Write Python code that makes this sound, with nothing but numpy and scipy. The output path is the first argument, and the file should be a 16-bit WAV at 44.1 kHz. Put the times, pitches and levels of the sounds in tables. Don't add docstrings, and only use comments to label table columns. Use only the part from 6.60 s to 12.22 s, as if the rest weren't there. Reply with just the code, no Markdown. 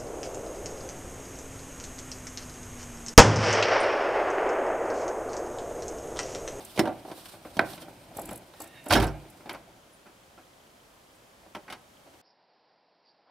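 import sys
import numpy as np
from scipy import signal
from scipy.fft import rfft, irfft
from scipy.io import wavfile
from scipy.ndimage import uniform_filter1d

SR = 44100
rng = np.random.default_rng(int(sys.argv[2]) if len(sys.argv) > 2 else 0)


def inscribe(sig):
    pcm = np.round(np.clip(np.atleast_2d(sig).T, -1, 1) * 32767)
    wavfile.write(sys.argv[1], SR, pcm.astype(np.int16))


N = 247646

# (frequency [Hz], relative level [dB], t60 [s])
BOOM_MODES = [(53.3, 6, 0.51), (87.5, -10, 0.28), (114, 8, 0.091), (144.2, 1.5, 0.5), (167.3, 2, 0.37)]
PANEL_MODES = [(252, -10, 0.058), (312, -2.5, 0.037), (334, 3.5, 0.056), (388.4, -1, 0.13), (515, 0, 0.013),
               (601.5, 3.5, 0.028), (672, 1, 0.053), (747.7, 3.5, 0.04), (814, -3.5, 0.027),
               (903, -10, 0.021)]
LATCH_MODES = [(1037, 8.5, 0.017), (1294, -0.5, 0.0076), (1395, 1, 0.02), (1538, -2.5, 0.035),
               (1613, -0.5, 0.0089), (1960, 3, 0.0064), (2148, -6, 0.079), (2323, 0.5, 0.0083)]


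def amp(db):
    return 10 ** (np.asarray(db) / 20)


def rms_one(x):
    return x / np.sqrt(np.mean(x ** 2) + 1e-20)


def even(x):
    return x / np.sqrt(np.mean(x ** 2, axis=(0, 2), keepdims=True) + 1e-30)


def sides(pan_db):
    return amp([[pan_db / 2], [-pan_db / 2]])


def curve(rows, column):
    rows = np.array(rows)
    return np.interp(np.arange(N) / SR, rows[:, 0], rows[:, column], left=-150, right=-150)


def at_hz(points, hz):
    points = np.array(points)
    return np.interp(np.log(hz), np.log(points[:, 0]), points[:, 1])


def colour(x, spectrum):
    hz = np.maximum(np.fft.rfftfreq(x.shape[-1], 1 / SR), 1)
    return irfft(rfft(x) * amp(at_hz(spectrum, hz)), x.shape[-1])


def drift(per_s):
    steps = rng.standard_normal(600)
    return rms_one(np.interp(np.arange(N) / SR * per_s, np.arange(600), steps))


def left_right(mid, side, alike):
    alike = np.clip(alike, 0, 1)
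    shared, own = np.sqrt(1 + alike) * mid, np.sqrt(1 - alike) * side
    return np.stack([shared + own, shared - own])


def pair(shape, alike):
    mid, side = rng.standard_normal((2, *shape))
    return left_right(mid, side, alike) / np.sqrt(2)


def ring(x, hz, t60):
    radius = amp(-60 / (max(t60, .003) * SR))
    angle = 2 * np.pi * hz / SR
    return signal.lfilter([0, np.sin(angle)], [1, -2 * radius * np.cos(angle), radius ** 2], x + 1e-18)


def strike(force, modes, spread_db, favoured_hz=1000, focus_db=0):
    octaves_off = np.log2(np.array(modes)[:, 0] / np.reshape(favoured_hz, (-1, 1)))
    chance_db = spread_db * rng.standard_normal((force.shape[-2], len(modes)))
    strengths = amp(chance_db - focus_db * octaves_off ** 2)
    rung = 0
    for k, (hz, db, t60) in enumerate(modes):
        rung = rung + amp(db) * strengths[:, [k]] * even(ring(force, hz, t60))
    edges_hz = [0.81 * modes[0][0], min(2.05 * modes[-1][0], .45 * SR)]
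    return signal.sosfilt(signal.butter(2, edges_hz, "band", fs=SR, output="sos"), rung)


def place(sounds, times, levels_db):
    loudest = uniform_filter1d(np.mean(sounds ** 2, axis=0), size=220).max(axis=1)
    length = sounds.shape[-1]
    out = np.zeros((2, N + length))
    for k, s in enumerate(times):
        start = round(s * SR)
        out[:, start:start + length] += sounds[:, k] * amp(levels_db[k]) / np.sqrt(loudest[k])
    return out[:, :N]


def woods():
    # (frequency [Hz], relative density [dB per Hz])
    hiss_spectrum = [(12, -49), (20, -8), (127, -5), (241, -5.5), (347, -5.5), (446, -6.5), (499, -6),
                     (542, -3.5), (1330, -10), (1660, -12), (1860, -13), (11800, -23), (16000, -28.5)]
    # (frequency [Hz], likeness [0 to 1])
    likeness = [(60, 1), (180, 0.88), (550, 0.54), (1650, 0.013), (5000, 0.52), (15000, 0.17)]
    level_db = -56.5
    hz = np.maximum(np.fft.rfftfreq(N, 1 / SR), 1)
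    mid, side = rfft(rng.standard_normal((2, N))) * amp(at_hz(hiss_spectrum, hz))
    both = irfft(left_right(mid, side, at_hz(likeness, hz)), N)
    return amp(level_db + 0.083 * drift(2.94)) * rms_one(both)


def birds():
    # (time [s], length [s], from [Hz], to [Hz], level [dB])
    chips = [(3.326, 0.048, 11300, 9300, -59.5), (4.546, 0.035, 9400, 7950, -64)]
    out = np.zeros(N)
    for s, length, from_hz, to_hz, db in chips:
        u = np.linspace(0, 1, round(length * SR))
        hz = to_hz + (from_hz - to_hz) * (1 - u) ** 3.2
        swell = np.sin(np.pi * u ** 0.49)
        whistle = np.sin(2 * np.pi * np.cumsum(hz) / SR)
        out[round(s * SR):][:len(u)] += amp(db) * swell * whistle
    return out


def ticking():
    # (frequency [Hz], level at unit click [dB], t60 [s])
    tick_modes = [(3105, -63, 0.034), (3320, -68, 0.044)]
    ticks_per_s, start_s = 29.97, .031
    at = (np.arange(start_s, N / SR, 1 / ticks_per_s) * SR).astype(int)
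    clicks = np.zeros(N)
    clicks[at] = amp(3.2 * rng.standard_normal(len(at)))
    return sum(amp(db) * ring(clicks, hz, t60) for hz, db, t60 in tick_modes)


def hinge():
    # (time [s], gain [dB])
    squeak = [(1.95, -80), (2.0, -66), (2.07, -68), (2.12, -66.5), (2.19, -60), (2.23, -67), (2.28, -65),
              (2.3, -68)]
    # (frequency [Hz], bandwidth [Hz], relative level [dB])
    tones = [(1700, 69, -3), (1832, 38, 4), (2180, 84, -1), (2725, 100, 2), (3720, 50, -2.5)]
    out = 0
    for hz, width_hz, db in tones:
        tone = ring(rng.standard_normal(N), hz, 2.2 / width_hz)
        out = out + amp(db + 2.5 * drift(18)) * rms_one(tone)
    return out * amp(curve(squeak, 1)) * sides(-4.0)


def sliding():
    # (time [s], level [dB])
    rustle = [(0, -58), (.3, -62), (.52, -57.5), (1.0, -59), (1.3, -61.5), (1.85, -63.5), (2.3, -62),
              (3.0, -65.5)]
    # (time [s], length [s], start level [dB], end level [dB])
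    strokes = [(0, 0.25, -55, -53), (0.538, 0.23, -52, -55), (0.827, 0.21, -59, -59),
               (1.05, .12, -48, -43.5), (1.175, 0.053, -57, -47), (1.544, 0.23, -55.5, -58),
               (1.96, 0.12, -62, -62)]
    edge_s = 0.027
    t = np.arange(N) / SR
    power = amp(curve(rustle, 1)) ** 2
    for s, length, start_db, end_db in strokes:
        edges = np.clip(np.minimum(t - s, s + length - t) / edge_s + .5, 0, 1)
        stroke = edges * amp(np.interp(t, [s, s + length], [start_db, end_db]))
        power = power + stroke ** 2
    return np.sqrt(power)


def rumble_and_cloth():
    # (time [s], level [dB])
    rumble_levels = [(0, -49.5), (.17, -57), (.3, -42), (.5, -58), (1.1, -49.5), (1.45, -55), (1.7, -41.5),
                     (1.85, -57), (2.3, -54.5), (2.55, -44.5), (2.7, -54), (3.0, -56.5), (3.3, -64)]
    # (frequency [Hz], relative density [dB per Hz])
    cloth_spectrum = [(590, -13), (1000, -7), (1320, -6.5), (1710, -9), (2180, -18), (2530, -8),
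                      (3890, -5.5), (5570, -10), (6700, -16), (9170, -6), (10800, -14), (14100, -10),
                      (16000, -27)]
    uneven = pair((1, N), 0.98) * amp(1.73 * drift(55))
    rumble = amp(-2) * strike(uneven, BOOM_MODES, 0, 125, 3.0)
    rumble = rumble + strike(uneven, PANEL_MODES, 0)
    rumble = rumble + amp(-6.5) * strike(uneven, LATCH_MODES, 0)
    cloth = colour(pair((N,), 0.48), cloth_spectrum) * amp(2.0 * drift(60.52))
    return amp(curve(rumble_levels, 1)) * rms_one(rumble[:, 0]) + sliding() * rms_one(cloth) * sides(-2.5)


def keys():
    # (time [s], level of the loudest 5 ms [dB])
    touches = [(0.047, -42), (1.5668, -38), (1.591, -40), (1.614, -41.5), (1.6524, -41.5), (1.671, -52),
               (1.687, -44), (1.707, -44), (1.727, -43), (1.7552, -41.5), (1.773, -46), (2, -41.5),
               (2.016, -39.5), (2.038, -47), (2.071, -51.5), (2.2385, -53), (2.256, -48), (2.282, -39),
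               (2.397, -46), (2.422, -40), (2.4383, -40), (2.4653, -45), (2.698, -53), (2.9262, -47.5)]
    # (frequency [Hz], relative level [dB], t60 [s])
    key_modes = [(7100, -22, .012), (8000, 14.5, 0.0056), (8800, 4, 0.018), (9500, 9, 0.0052),
                 (10270, 13, 0.0075), (10600, 7, 0.011), (11200, 13, 0.0041), (12150, 8, 0.01),
                 (13100, 0, 0.011), (13840, -5, .012), (15500, -10, 0.0043)]
    rows, t = np.array(touches), np.arange(SR // 16) / SR
    after_s = rng.uniform(0.0087, 0.012, (len(rows), 1))
    first = np.exp(-((t - .005) / 0.0036) ** 2)
    second = amp(-16) * np.exp(-((t - .005 - after_s) / 0.0079) ** 2)
    force = pair((len(rows), len(t)), 0.64) * (first + second)
    burst = signal.sosfilt(signal.butter(3, [7000, 13500], "band", fs=SR, output="sos"), force)
    clinks = strike(force, key_modes, spread_db=6.0)
    return place(even(clinks) + amp(-11) * even(burst), rows[:, 0], rows[:, 1])


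def outdoors(x):
    level_db, t60_s, cut_hz = -20.5, 0.35, 1160
    t = np.arange(SR // 2) / SR
    scatter = pair(t.shape, 0.75) * amp(-60 * t / t60_s) * (t > .004)
    scatter = signal.lfilter(*signal.butter(1, cut_hz, fs=SR), scatter)
    scatter = amp(level_db) * scatter / np.sqrt(np.sum(scatter ** 2, axis=1, keepdims=True))
    return x + signal.fftconvolve(x, scatter, axes=1)[:, :N]


def blows(rows, panel_hz, latch_hz, rise_share, pan_db, lumpy_db, focus_db, crack_cut_hz):
    # (frequency [Hz], relative density [dB per Hz])
    crack_spectrum = [(1180, -45), (2000, -8), (2460, -1), (2760, -12.5), (5160, -6.5), (6880, -17),
                      (9740, -8.5), (12100, -12), (14200, -4), (16000, -13)]
    # (frequency [Hz], relative level [dB], t60 [s])
    trim_modes = [(2950, 0, 0.027), (3160, 11.5, 0.013), (3440, -13, 0.024), (3730, 11, 0.0045),
                  (4450, 0, 0.054), (5340, -1, 0.043), (5900, -3.5, 0.014)]
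    t = np.arange(SR // 4) / SR
    shape = (len(rows), len(t))
    t60 = np.clip(rows[:, [5]], .005, .4)
    lumps = amp(lumpy_db * np.repeat(rng.standard_normal((len(rows), len(t) // 45)), 45, axis=1))
    rise = 1 - np.exp(-(t / (rise_share * t60)) ** 2)
    boom_hz = np.interp(rows[:, 2], [-36, -27], [150, 70])
    registers = ((2, BOOM_MODES, boom_hz, 1.8, 0.93, 1.0, 0.25),
                 (1, PANEL_MODES, panel_hz, 0.71, 1.54, 0.99, 0.7),
                 (3, LATCH_MODES, latch_hz, 4.9, 1.6, 0.99, 0.84))
    out = 0
    for column, modes, hz, focus, lasts, alike, lean in registers:
        force = pair(shape, alike) * lumps * rise * amp(-60 * t / (lasts * t60))
        sounds = strike(force, modes, 3.6, hz, focus * focus_db)
        sounds = sounds * np.clip((t[-1] - t) / .05, 0, 1)
        out = out + place(sounds, rows[:, 0], rows[:, column]) * sides(pan_db * lean)
    dying = lumps * rise ** 2 * amp(-60 * t / t60)
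    hiss = colour(pair(shape, 0.4), crack_spectrum)
    hiss = signal.lfilter(*signal.butter(2, crack_cut_hz, fs=SR), hiss)
    clatter = strike(pair(shape, 1.0) * dying, trim_modes, spread_db=7.0)
    crack = even(hiss * dying) + amp(0.5) * even(clatter)
    return out + place(crack, rows[:, 0], rows[:, 4]) * sides(pan_db)


def cab_knocks():
    # (time [s], panel level [dB], latch level [dB], crack level [dB], base rattle t60 [s])
    knocks = [(0.002, -43.5, -77, -53, 0.073), (0.446, -39, -73, -61, 0.072), (0.47, -40.5, -64, -60, 0.18),
              (0.498, -41, -58, -70, 0.065), (0.512, -36.5, -46.5, -47.5, 0.06),
              (0.573, -47, -59, -75, 0.055), (0.653, -56, -51.5, -48, 0.053),
              (0.735, -46, -52.5, -70, 0.055), (0.847, -40.5, -49, -69, 0.066),
              (1.133, -44, -65, -44, 0.02), (1.174, -52, -48.5, -49.5, 0.07), (1.21, -47.5, -53, -51, 0.16),
              (1.28, -43, -52, -73, 0.043), (1.511, -46.5, -76, -73, 0.061), (1.559, -41, -64, -59, 0.12),
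              (1.583, -30.5, -66, -69, 0.058), (1.69, -64, -44, -48, 0.024),
              (1.71, -36.5, -44.5, -66, 0.063), (1.933, -51, -52.5, -55.5, 0.075),
              (2.0, -39.5, -57, -50, 0.075), (2.03, -51, -57, -56, 0.12), (2.801, -49.5, -55, -72, 0.082),
              (2.853, -40, -52, -58, 0.11), (2.892, -42.5, -35, -37.5, 0.046),
              (2.905, -41, -43, -48, 0.065), (2.933, -44, -45, -56, 0.1), (2.945, -42.5, -43, -51, 0.058),
              (3.452, -51.5, -54.5, -65, 0.14), (3.773, -50.5, -52.5, -67, 0.11),
              (4.825, -55.5, -62, -76, 0.17), (4.86, -51, -77, -77, 0.064),
              (4.947, -40, -36.5, -43.5, 0.055), (4.962, -39, -62, -52, 0.059),
              (5.077, -48, -44, -60, 0.074), (5.097, -42.5, -43.5, -43.5, 0.086),
              (5.121, -41.5, -39, -40.5, 0.072), (5.459, -50.5, -68, -70, 0.14),
              (5.531, -55.5, -63, -67, 0.096)]
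    rows = np.array(knocks)
    rows = np.insert(rows, 2, rows[:, 1] - 19, axis=1)
    return blows(rows, panel_hz=584, latch_hz=1390, rise_share=0.043, pan_db=-.8, lumpy_db=0.5,
                 focus_db=2.0, crack_cut_hz=9000)


def door_blows():
    # (time [s], panel level [dB], boom level [dB], latch level [dB],
    # crack level [dB], base rattle t60 [s], favoured panel frequency [Hz], favoured latch frequency [Hz])
    struck = [(0.155, -40.5, -61, -65, -46, 0.18, 470, 1550),
              (0.173, -28, -42, -35.5, -39.5, 0.074, 366, 2100),
              (0.191, -15, -36, -23, -24, 0.043, 357, 1820), (0.252, -28.5, -53, -39, -45, 0.06, 570, 1490),
              (0.272, -25, -57, -38, -46.5, 0.054, 620, 1300),
              (0.966, -33, -40.5, -53, -41, 0.051, 500, 1400),
              (0.991, -18.5, -45, -13.5, -30.5, 0.028, 477, 1440),
              (2.26, -34.5, -64, -48, -50, 0.066, 567, 1400), (2.292, -35, -40, -48, -37, 0.15, 500, 1400),
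              (2.303, -22.5, -26.5, -19.5, -25.5, 0.08, 680, 1270),
              (2.32, -16, -39, -28, -20, 0.09, 690, 1350), (2.332, -25, -27, -25, -19, 0.064, 400, 1960),
              (2.349, -16, -27.5, -21.5, -26.5, 0.087, 353, 1560),
              (2.366, -29, -26.5, -28.5, -32.5, 0.12, 730, 1470),
              (2.397, -22.5, -29, -36, -31, 0.057, 342, 1500),
              (2.411, -38, -32, -29.5, -38, 0.14, 570, 1480), (2.424, -25, -39, -41, -35, 0.086, 675, 1400),
              (2.465, -36, -39, -44.5, -46, 0.13, 504, 1410)]
    # (panel loss [dB], boom loss [dB], latch loss [dB], crack loss [dB])
    rebound_loss = [(8, 6, 28, 20), (16, 5.2, 110, 41)]
    rebound_after_s, rebound_t60_s = (.016, .043), .085
    rows = np.array(struck)
    late = rng.uniform(.9, 1.1, (len(rows), 2)) * rebound_after_s
    hits = [rows]
    for k, loss_db in enumerate(rebound_loss):
        rebound = rows.copy()
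        rebound[:, 0] += late[:, k]
        rebound[:, 1:5] -= loss_db
        rebound[:, 5] = rebound_t60_s
        hits.append(rebound)
    hits = np.vstack(hits)
    return blows(hits, panel_hz=hits[:, 6], latch_hz=hits[:, 7], rise_share=0.034, pan_db=-3.5, lumpy_db=2.5,
                 focus_db=10.5, crack_cut_hz=9800)


def scene():
    background = woods() + birds() + ticking()
    person = hinge() + rumble_and_cloth() + keys()
    return background + person + outdoors(cab_knocks() + door_blows())


def record(dry):
    low_hz, cutoff_hz = 32, 16250
    heard = signal.sosfilt(signal.butter(2, low_hz, "high", fs=SR, output="sos"), dry)
    rounded = 0.88 * np.tanh(heard / 0.94)
    return signal.sosfilt(signal.cheby2(20, 70, cutoff_hz, fs=SR, output="sos"), rounded)


dry = scene()
out = record(dry)
inscribe(out)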